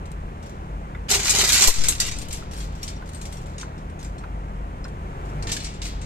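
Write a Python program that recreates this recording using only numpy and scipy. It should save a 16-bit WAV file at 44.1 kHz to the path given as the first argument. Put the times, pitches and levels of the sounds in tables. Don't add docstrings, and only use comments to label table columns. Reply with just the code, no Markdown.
import sys
import numpy as np
from scipy import signal
from scipy.fft import rfft, irfft
from scipy.io import wavfile
from scipy.ndimage import uniform_filter1d

SR = 44100
rng = np.random.default_rng(int(sys.argv[2]) if len(sys.argv) > 2 else 0)


def int16_out(signal):
    q = np.round(np.clip(np.atleast_2d(signal).T, -1, 1) * 32767)
    wavfile.write(sys.argv[1], SR, q.astype(np.int16))


N = 266937
T = np.arange(N) / SR

# (time [s], level [dB])
RATTLE_CURVE = [(1.1, -22), (1.118, -19), (1.195, -26), (1.235, -25.5), (1.27, -22), (1.31, -21.5),
                (1.42, -18.5), (1.468, -21.5), (1.5, -18.5), (1.58, -18.5), (1.68, -21.5), (1.73, -31),
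                (1.825, -29.5), (1.885, -23.5), (1.988, -39.5), (2.02, -24.5), (2.05, -30.5),
                (2.085, -28.5), (2.2, -38)]
# (time [s], nominal level [dB], crash t60 [s],
# hardness [dB], left-right difference [dB], relative body [dB], ping pitch [Hz])
SLAMS = [(1.084, -34, 0.12, 1, -2, 9, 8400), (1.101, -19, 0.07, 11.5, 2, -1, 5260),
         (1.1121, -8, 0.081, -1, 0, -2, 6670), (1.1325, -12, 0.065, 2.5, 0, 5, 6460),
         (1.146, -12, 0.13, 0.5, 0.5, 1, 6370), (1.214, -23, 0.089, -5, -2, 0, 7350),
         (1.246, -18, 0.13, 0, 0, -1.5, 6960), (1.269, -16.5, .1, 1, 2, 2.5, 4500),
         (1.294, -8.5, 0.1, -4, 3, -6, 6400), (1.304, -7, 0.067, -2, 0, -3, 7570),
         (1.349, -15, 0.078, -2, 0, -10, 6600), (1.3843, -10.5, 0.088, -1, -1, -8.5, 6260),
         (1.395, -15, .07, -9, 2, -3, 6960), (1.405, -15.5, 0.11, 3, -1, 11, 3940),
         (1.437, -15.5, 0.18, -10, -6, 3.5, 6740), (1.4753, -15, 0.096, 3, -4, -11, 7100),
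         (1.499, -13.5, .09, 0.5, 0, 5.5, 2460), (1.5214, -12.5, 0.095, 3, -1.5, 1.5, 6900),
         (1.529, -10, 0.17, 4, -4.5, 2.5, 4430), (1.551, -13, 0.18, -10.5, 0, 7.5, 5200),
         (1.578, -10.5, 0.12, -5.5, -2.5, 4, 7000), (1.608, -10, 0.12, -3, -3, -0.5, 7340),
         (1.6203, -6, 0.19, -4.5, -2, -0.5, 7300), (1.6385, -7, 0.062, -2, -0.5, 4, 4830),
         (1.646, -14, 0.067, 5, 2, 4, 7350), (1.673, -7, 0.09, 4.5, -3.5, -6, 7360),
         (1.6826, -10, 0.039, 5, -1, -1, 7460), (1.739, -20, .07, -1, 0, -4.5, 6300),
         (1.76, -20.5, .04, -3, -7, -6, 7200), (1.837, -16.5, 0.076, -5.5, 2.5, -0.5, 7600),
         (1.868, -20, 0.035, -1.5, 2, -1.5, 6500), (1.884, -8.5, 0.093, 7.5, 0.5, -3, 6900),
         (2.0002, -8.5, 0.083, -1.5, 0.5, -2, 6170), (2.064, -24.5, .16, 6, -1, 2, 7800),
         (5.47, -27.5, 0.16, -7, 0, 4.5, 3680), (5.4923, -28.5, 0.24, -10, 0, 4, 4440),
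         (5.517, -15.5, 0.13, -3, 0.5, 0, 6140), (5.5647, -23, 0.089, -1, 0, 4, 6900),
         (5.817, -26, 0.15, -12, -1, 0, 3920), (5.853, -28, 0.17, -4, 0, 0, 6160)]
# (time [s], nominal level [dB], crash t60 [s], hardness [dB],
# ping pitch [Hz], ping above that level [dB])
CLINKS = [(0.0553, -45, 0.074, 5, 7840, -8), (0.116, -40, 0.026, 10, 8570, 1),
          (.4283, -55, .08, 12, 5000, -12), (2.168, -36, .04, 0, 6000, -8),
          (2.1861, -27.5, 0.025, 0, 8730, 6), (2.216, -30, 0.064, -5, 7150, -11),
          (2.2845, -34, 0.048, 9, 7030, -6), (2.308, -32, 0.093, -2, 5450, -11),
          (2.3285, -26.5, 0.075, 8.5, 7670, -5), (2.5116, -38.5, 0.088, 5, 5800, -6),
          (2.534, -37.5, 0.09, 7, 8640, -7), (2.575, -39.5, .1, 13, 8650, -1),
          (2.603, -32.5, 0.13, -5, 3300, -11), (2.83, -26.5, 0.067, 3, 5640, 1),
          (2.878, -27.5, .1, -14, 4900, -13), (2.963, -50, 0.072, -8, 5700, 6),
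          (3.075, -47, .025, 2, 8500, -5), (3.0907, -38.5, .04, 5, 8550, -8),
          (3.134, -40, .03, 8, 8600, -2), (3.145, -40, 0.13, 9, 8530, 6), (3.214, -35.5, 0.11, 4, 6600, -6),
          (3.253, -34, 0.1, 2, 5650, -3.5), (3.3242, -35.5, 0.097, 8, 8600, 1),
          (3.3696, -42.5, 0.091, 7, 5660, -0.5), (3.459, -47.5, .08, -4, 7070, -3),
          (3.5813, -33, .06, -15, 6730, -2), (3.5976, -34, .06, -14, 5750, -7),
          (3.611, -29, 0.071, -14, 6300, -7), (3.7783, -49, 0.13, -10, 5140, -12),
          (3.8985, -48, .035, 6, 5670, -7), (3.991, -44, .06, -3, 6600, 0), (4.011, -44, .06, 0, 6100, 0),
          (4.046, -37, 0.085, -7, 7560, -6), (4.181, -44, 0.09, 1, 4250, -9),
          (4.842, -44, 0.04, -8, 5220, 11), (4.842, -44.5, 0.077, -8, 4200, 1),
          (4.881, -44.5, .04, 6, 8550, -9), (5.4246, -30, 0.073, -10, 4500, -13),
          (5.6027, -31.5, 0.11, -14, 4400, -14), (5.6443, -26.5, 0.13, -18, 5800, -13),
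          (5.667, -34.5, 0.07, -13, 2190, -3), (5.739, -42, 0.15, -12, 7150, -3),
          (6.0148, -37, 0.22, -17, 7330, -12)]
# (time [s], length [s], relative jingle of the links [dB],
# relative ring of the bars [dB])
CHAIN_PULLS = [(0.424, 0.075, -56, -57), (2.16, 0.061, -44.5, -45.5), (2.302, 0.064, -42, -45.5),
               (2.522, 0.12, -49, -50.5), (2.72, 0.11, -56.5, -55), (2.817, 0.082, -49.5, -50),
               (3.055, 0.37, -56, -59), (3.455, 0.091, -61, -61), (3.582, 0.019, -57, -55),
               (3.996, 0.041, -49.5, -61), (5.251, 0.047, -59, -72), (5.483, 0.17, -48, -42.5),
               (5.823, 0.05, -43.5, -42)]
# (time [s], relative level [dB], pitch [Hz])
HAMMER_BLOWS = [(0.9485, -33, 2030), (2.4232, -38, 1340), (3.021, -35, 1480), (3.6301, -30.5, 1440),
                (4.2378, -32.5, 1430), (4.8503, -32, 1488)]
# (time [s], relative level [dB], rise [s], t60 [s])
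AIR_PUFFS = [(1.671, 1, 0.017, 0.16), (1.781, -12.5, 0.006, 1)]
# (time [s], relative level [dB], pitch [Hz],
# crunch above that level [dB])
THUDS = [(1.11, -18.5, 408, -13), (1.15, -20.5, 399.5, -3), (1.19, -27.5, 400, -9), (1.335, -24, 407, -15),
         (1.385, -19, 405, -10.5), (1.43, -20.5, 388.5, -7.5), (1.529, -27, 258, -6),
         (1.611, -23, 407, -8.5), (1.646, -28, 593, -2), (1.678, -27.5, 491, 8), (1.884, -33.5, 488, -1.5)]

# (pitch [Hz], level [dB], longest t60 [s])
LINK_MODES = [(3370, -7.5, 0.16), (3960, -3, 0.29), (4960, -16, 0.2), (5670, 4.5, 0.19), (6060, -3.5, 0.13),
              (7360, 7, 0.16), (8680, 10.5, 0.1), (11400, -12.5, 0.12)]
# (multiple of the blow's pitch, level [dB], t60 [s])
BOARD_MODES = [(.71, -6, 0.061), (.93, -19, 0.027), (1, 2.5, 0.032), (1.08, 1, 0.024), (1.3, -24, 0.018),
               (1.75, -9.5, 0.028)]
# (multiple of the pitch, level [dB], t60 [s])
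TIMBER_MODES = [(.52, -0.5, 0.093), (.88, -6.5, 0.13), (1, 3, 0.13), (1.57, -10, 0.14), (1.82, -3.5, 0.16),
                (1.98, -10, 0.3), (2.23, -5.5, 0.13), (2.52, -6, 0.13)]

# (frequency [Hz], relative density [dB per Hz])
STEEL_SPECTRUM = [(530, -18), (900, -12.5), (1250, -8), (1390, -6.5), (1800, -6), (2000, -3.5),
                  (2250, -2.5), (4570, -2.5), (5510, -2), (7320, 1), (8730, -4.5), (9590, -13.5),
                  (13300, -13.5), (14300, -30.5), (15000, -40)]
# (frequency [Hz], relative density [dB per Hz])
FLEX_SPECTRUM = [(120, -7.5), (200, -5.5), (400, 0), (650, -1.5), (1000, -3.5), (1500, -19), (2500, -27.5)]
# (frequency [Hz], relative density [dB per Hz])
SITE_SPECTRUM = [(12, -35), (20, 9.5), (47, -1.5), (87, -9), (103, -10), (160, -13.5), (223, -17.5),
                 (270, -18.5), (377, -21.5), (497, -23), (889, -23.5), (1140, -25), (1600, -32.5),
                 (2400, -37), (3400, -45.5), (4700, -52.5), (7400, -50), (9000, -51), (9800, -59),
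                 (13400, -57.5), (15000, -80.5)]
# (frequency [Hz], shared power [0-1])
SITE_LIKENESS = [(60, 0.95), (200, 1), (500, 1), (1200, 0.84), (2500, 0.3), (6000, 0.2)]

# (multiple of the cycle rate, nominal level [dB rms])
CRANE_ORDERS = [(4, -49.5), (5, -63), (6, -50.5), (7, -40), (8, -46), (12, -47), (18, -49.5), (24, -55),
                (30, -69.5)]
# (multiple of the cycle rate, nominal level [dB rms])
GENERATOR_ORDERS = [(2, -41.5), (3, -53.5), (4, -45.5), (5, -49)]
# (multiple of its running pitch, relative level [dB])
REV_ORDERS = [(1, 1), (2, -4.5), (3, -2), (4, -29), (6, -18), (8, -17), (9, -15.5)]

CRANE_HZ, GENERATOR_HZ = 6.89, 38.71
SITE_DB = -41.5
REV_START_S, REV_OPEN_S, REV_HOLD_S, REV_CLOSE_S = 4.86, 0.512, 0.17, 0.1
IDLE_HZ, CLIMB_HZ_PER_S, CLIMB_FROM_S, TOP_HZ = 38.3, 23, 4.9, 51.5
REV_DB, REV_WASH_DB = -35, 4.5
REV_ROUGHNESS = 0.18
DIP_S, DIP_WIDTH_S, DIP_DB = 1.73, 0.031, -15

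BODY_GROWTH, EDGE_GROWTH = 0.66, 1.25
CRACK_DB, CRACK_T60_S = -5, 0.0057
PULL_RISE_S, PULL_T60_S, BAR_RING_T60_S = 0.0044, 0.23, 0.68

FLEX_DB, RESTING_S, RESTING_FLEX_DB = -20, 1.5, -3.5
GRATE_DB, GRATE_GROWTH, FULL_RATTLE_DB = 1.5, 0.96, -18.5
CLUMPING_DB = 0.3
THUD_T60_S = 0.072

PORT_NOTCH_HZ, PORT_NOTCH_WIDTH_HZ, PORT_NOTCH_DB = 8510, 1400, -15
CUTOFF_HZ = 14300


def from_db(db):
    return 10 ** (np.asarray(db) / 20)


def rms_one(x):
    return x / np.sqrt(np.mean(x ** 2) + 1e-20)


def at_hz(points, hz):
    point_hz, values = np.array(points).T
    return np.interp(np.log(hz + 1), np.log(point_hz), values)


def decay(t, t60):
    return np.exp(-np.log(1000) * t / max(t60, 1e-3))


def sine(hz, t, phase):
    return np.sin(2 * np.pi * (hz * t + phase))


def drift(rate):
    knots = rng.standard_normal(int(N / SR * rate) + 2)
    return np.interp(T * rate, np.arange(len(knots)), knots)


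def cut(x, hz, kind, order=4):
    sos = signal.butter(order, np.minimum(hz, .45 * SR), kind, fs=SR, output="sos")
    return signal.sosfilt(sos, x + 1e-18)


def add(out, s, sound):
    at = int(s * SR)
    out[:, at:at + sound.shape[1]] += sound[:, :N - at]


def stereo_noise(spectrum, alike, lag_ms, size):
    hz = np.arange(size // 2 + 1) * SR / size
    shared, left, right = rfft(rng.standard_normal((3, size)))
    share = np.clip(at_hz(alike, hz), 0, 1)
    direct = np.array([shared, shared * np.exp(-2j * np.pi * hz * lag_ms / 1000)])
    both = np.sqrt(share) * direct + np.sqrt(1 - share) * np.array([left, right])
    return rms_one(irfft(both * from_db(at_hz(spectrum, hz)), size))


def engine(hz, orders, wander, flutter_db):
    turns = np.cumsum(hz * (1 + wander * drift(4))) / SR
    tones = 0
    for multiple, db in orders:
        strength = np.sqrt(2) * from_db(db + flutter_db * drift(11))
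        tones = tones + strength * sine(multiple, turns, rng.random())
    return tones


def machinery():
    throttle_s = REV_START_S + np.cumsum([0, REV_OPEN_S, REV_HOLD_S, REV_CLOSE_S])
    throttle = np.interp(T, throttle_s, [0, 1, 1, 0])
    rev_hz = np.clip(IDLE_HZ + CLIMB_HZ_PER_S * (T - CLIMB_FROM_S), IDLE_HZ, TOP_HZ)
    crane = engine(CRANE_HZ, CRANE_ORDERS, wander=0.0029, flutter_db=-1.0)
    generator = engine(GENERATOR_HZ, GENERATOR_ORDERS, wander=0.002, flutter_db=0.5)
    revving = engine(rev_hz, REV_ORDERS, wander=0.00413, flutter_db=2.0)
    revving = from_db(REV_DB) * throttle ** 2 * revving * (1 + REV_ROUGHNESS * drift(90))
    boom = from_db(-38.5) * rms_one(cut(rng.standard_normal(N), [45.5, 50], "band", order=2))

    wash = stereo_noise(SITE_SPECTRUM, SITE_LIKENESS, lag_ms=0.44, size=N)
    wash = cut(wash / np.std(cut(wash, [300, 3000], "band")), 125, "high", order=1)
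    wash = cut(wash, 12000, "low", order=1)
    wash = wash + (from_db(REV_WASH_DB * throttle) - 1) * cut(wash, 277, "high", order=1)

    dip_db = DIP_DB * np.exp(-((T - DIP_S) / DIP_WIDTH_S) ** 2)
    total = crane + generator + revving + boom + wash * from_db(SITE_DB)
    return total * from_db(dip_db) * from_db([[.4], [-.4]])


def steel_modes(size, uneven_db):
    alike = [(1000, 0.56), (4000, 0.47), (12000, 0.11)]
    ring = stereo_noise(STEEL_SPECTRUM, alike, lag_ms=-0.072, size=size)
    hz = np.arange(size // 2 + 1) * SR / size
    cluster_hz = np.arange(0, SR / 2, 130)
    favour_db = np.interp(hz, cluster_hz, uneven_db * rng.standard_normal(len(cluster_hz)))
    return rms_one(irfft(rfft(ring) * from_db(favour_db), size))


def struck_spot(modes, ping_hz, spot_db):
    size = modes.shape[1]
    hz = np.arange(size // 2 + 1) * SR / size
    nearness = np.exp(-((hz - ping_hz) / 330) ** 2)
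    return irfft(rfft(modes) * from_db(spot_db * nearness), size)


def link_ring(t, ping_t60):
    ring = 0
    for hz, db, ring_s in LINK_MODES:
        strength = from_db(db + rng.uniform(-6, 4, (2, 1)))
        tone = sine(hz * rng.normal(1, .009), t, rng.random((2, 1)))
        ring = ring + strength * decay(t, min(ring_s, ping_t60 * 2)) * tone
    return ring


def blow(force_db, hardness_db, t60, ping_hz, rise_s, tail_db, tail_t60, link_db, clang_db,
         body_db, edge_db, ping_db, ping_t60, spot_db):
    t = T[:SR // 2]
    modes = struck_spot(steel_modes(len(t), uneven_db=4.2), ping_hz, spot_db)
    body = from_db(body_db + BODY_GROWTH * force_db) * rms_one(cut(modes, 3600, "low"))
    clang = from_db(clang_db + force_db) * rms_one(cut(modes, [4000, 9000], "band"))
    edge_level = from_db(edge_db + EDGE_GROWTH * force_db + hardness_db)
    edge = edge_level * rms_one(cut(modes, 8400, "high"))
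    tail = from_db(tail_db) * decay(t, tail_t60)
    crack = from_db(CRACK_DB) * decay(t, CRACK_T60_S)
    crash = (body + clang + edge) * (decay(t, t60) + tail + crack)
    phase = rng.random() + rng.random((2, 1)) / 2
    ping = from_db(ping_db) * decay(t, ping_t60) * sine(ping_hz, t, phase)
    ringing = from_db(force_db) * (ping + from_db(link_db) * link_ring(t, ping_t60))
    return (crash + ringing) * (1 - np.exp(-t / rise_s))


def clinks(typical_db):
    out = np.zeros((2, N))
    for s, db, t60, hardness_db, ping_hz, ping_db in CLINKS:
        sound = blow(db - typical_db, hardness_db, t60, ping_hz, rise_s=0.0005, tail_db=-7.5,
                     tail_t60=3.5 * t60, link_db=-18.5, clang_db=-9.5, body_db=-12.5, edge_db=-18.5,
                     ping_db=ping_db, ping_t60=0.88 * t60, spot_db=2)
        add(out, s, sound * from_db(typical_db))
    return out


def rattle(moving, per_s, snap_db, ring_db, t60, colour_db):
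    t, out = T[:SR // 8], np.zeros((2, N + SR))
    bars = [steel_modes(SR // 2, colour_db) for _ in range(12)]
    ring_shape = decay(t, t60)
    snap_shape = ring_shape + from_db(snap_db) * decay(t, .004)
    for at in np.flatnonzero((rng.random(N) < per_s / SR) & moving):
        modes, spot = bars[rng.integers(len(bars))], rng.integers(SR // 4)
        partial_hz = rng.uniform([[1900], [3800], [6300]], [[3800], [6300], [8900]])
        partials = rng.standard_normal((2, 3)) @ sine(partial_hz, t, 0)
        contact = modes[:, spot:spot + len(t)] * snap_shape + from_db(ring_db) * partials * ring_shape
        out[:, at:at + len(t)] += from_db(rng.uniform(-14, 0)) * contact
    out = out[:, :N]
    power = uniform_filter1d(np.mean(out ** 2, axis=0), SR // 22)
    return out / np.sqrt(power + 1e-3)


def pull(s, length_s, t60):
    return np.clip((T - s) / PULL_RISE_S, 0, 1) * decay(np.maximum(T - s - length_s, 0), t60)


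def chain_slide():
    jingle, bars = 0, np.zeros((2, N))
    for s, length_s, jingle_db, bar_db in CHAIN_PULLS:
        jingle = jingle + from_db(jingle_db) * pull(s, length_s, PULL_T60_S)
        ring = rms_one(cut(steel_modes(SR, uneven_db=1.5), [2100, 5200], "band", order=2))
        add(bars, s, from_db(bar_db) * ring * pull(0, length_s, BAR_RING_T60_S)[:SR])
    links = rattle(T > CHAIN_PULLS[0][0], per_s=90, snap_db=7, ring_db=-5.5, t60=0.17, colour_db=3.5)
    return cut(links, 4500, "high", order=1) * jingle * from_db(4.5) + bars


def hammer(level_db, echo_db, echo_t60):
    t, out = T[:SR // 4], np.zeros((2, N))
    scatter_shape = decay(t, 0.015) + from_db(echo_db) * decay(t, echo_t60)
    for s, blow_db, hz in HAMMER_BLOWS:
        tock = 0
        for ratio, db, t60 in BOARD_MODES:
            tock = tock + from_db(db) * decay(t, t60) * sine(hz * ratio, t, rng.random())
        spectrum = [(300, -27), (900, -10), (hz, -2), (2200, -16), (7000, -38)]
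        scatter = stereo_noise(spectrum, [(500, 0.34), (3000, 0.21)], lag_ms=0.043, size=len(t))
        knock = (tock + scatter * scatter_shape) * (1 - np.exp(-t / 0.0015))
        add(out, s, from_db(blow_db + level_db) * knock)
    return out


def slams(typical_db):
    out = np.zeros((2, N))
    for s, db, t60, hardness_db, pan_db, body_db, ping_hz in SLAMS:
        sound = blow(db - typical_db, hardness_db, t60, ping_hz, rise_s=0.00084, tail_db=-14.5,
                     tail_t60=0.29, link_db=-26.5, clang_db=-7.0, body_db=body_db - 15.5, edge_db=-16,
                     ping_db=-14.5, ping_t60=0.1, spot_db=2)
        add(out, s, sound * from_db(typical_db + pan_db * np.array([[.5], [-.5]])))
    return out


def bundle():
    rattle_s, levels_db = np.transpose(RATTLE_CURVE)
    rattle_db = np.interp(T, rattle_s, levels_db)
    flex_db = rattle_db + FLEX_DB + RESTING_FLEX_DB * (T > RESTING_S)
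    grate_db = rattle_db + GRATE_DB + GRATE_GROWTH * (rattle_db - FULL_RATTLE_DB)
    touching = np.interp(T, [1.088, 1.102, 2.13, 2.2], [0, 1, 1, 0])
    contacts = rattle(touching > 0, per_s=145, snap_db=3, ring_db=-7, t60=0.22, colour_db=5)
    contacts = contacts * from_db(CLUMPING_DB * drift(70))
    bars = cut(contacts, 8560, "low") * from_db(rattle_db)
    ribs = cut(contacts, 9900, "high") * from_db(grate_db)
    flex = stereo_noise(FLEX_SPECTRUM, [(200, 0.68), (1200, 0.79)], lag_ms=0.12, size=N)
    flex = flex * from_db(flex_db + 2 * drift(60.1))
    return touching * (bars + ribs + flex)


def thuds(ring_db):
    t, out = T[:SR // 4], np.zeros((2, N))
    for s, thud_db, hz, crunch_db in THUDS:
        spectrum = [(hz / 4, -18), (hz * 0.67, -9), (hz, 0), (hz * 0.78, -7), (hz * 2, -4), (hz * 6, -35)]
        crunch = stereo_noise(spectrum, [(200, 0.68), (1200, 0.59)], lag_ms=0.1, size=len(t))
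        crunch = crunch * decay(t, THUD_T60_S)
        ring = 0
        for ratio, db, ring_s in TIMBER_MODES:
            ring = ring + from_db(db) * decay(t, ring_s) * sine(hz * ratio, t, rng.random())
        thud = from_db(crunch_db) * crunch + from_db(ring_db) * ring
        add(out, s, from_db(thud_db) * thud * (1 - np.exp(-t / 0.00198)))
    return out


def puffs():
    push = 0
    for sign, (s, db, rise_s, t60) in zip((-1, 1), AIR_PUFFS):
        age = np.maximum(T - s, 0)
        push = push + sign * from_db(db) * (1 - np.exp(-age / rise_s)) * decay(age, t60)
    push = cut(push, 69.7, "low", order=2)
    return cut(push, 1.5, "high", order=1) * from_db([[2], [-6]])


def scene():
    site = machinery() + hammer(level_db=-0.5, echo_db=-10.5, echo_t60=0.14) + puffs()
    chain = clinks(typical_db=-36.0) + chain_slide()
    load = slams(typical_db=-18.5) + bundle() + thuds(ring_db=-9.5)
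    return site + load + chain * from_db([[1], [-1]])


def record(dry):
    left, right = dry
    b, a = signal.iirpeak(PORT_NOTCH_HZ, PORT_NOTCH_HZ / PORT_NOTCH_WIDTH_HZ, fs=SR)
    hollow = signal.lfilter(b, a, right)
    heard = np.array([left, right - (1 - from_db(PORT_NOTCH_DB)) * hollow])
    steep = signal.ellip(10, .3, 80, CUTOFF_HZ, fs=SR, output="sos")
    return signal.sosfilt(steep, np.clip(heard, -.75, .75))


dry = scene()
out = record(dry)
int16_out(out)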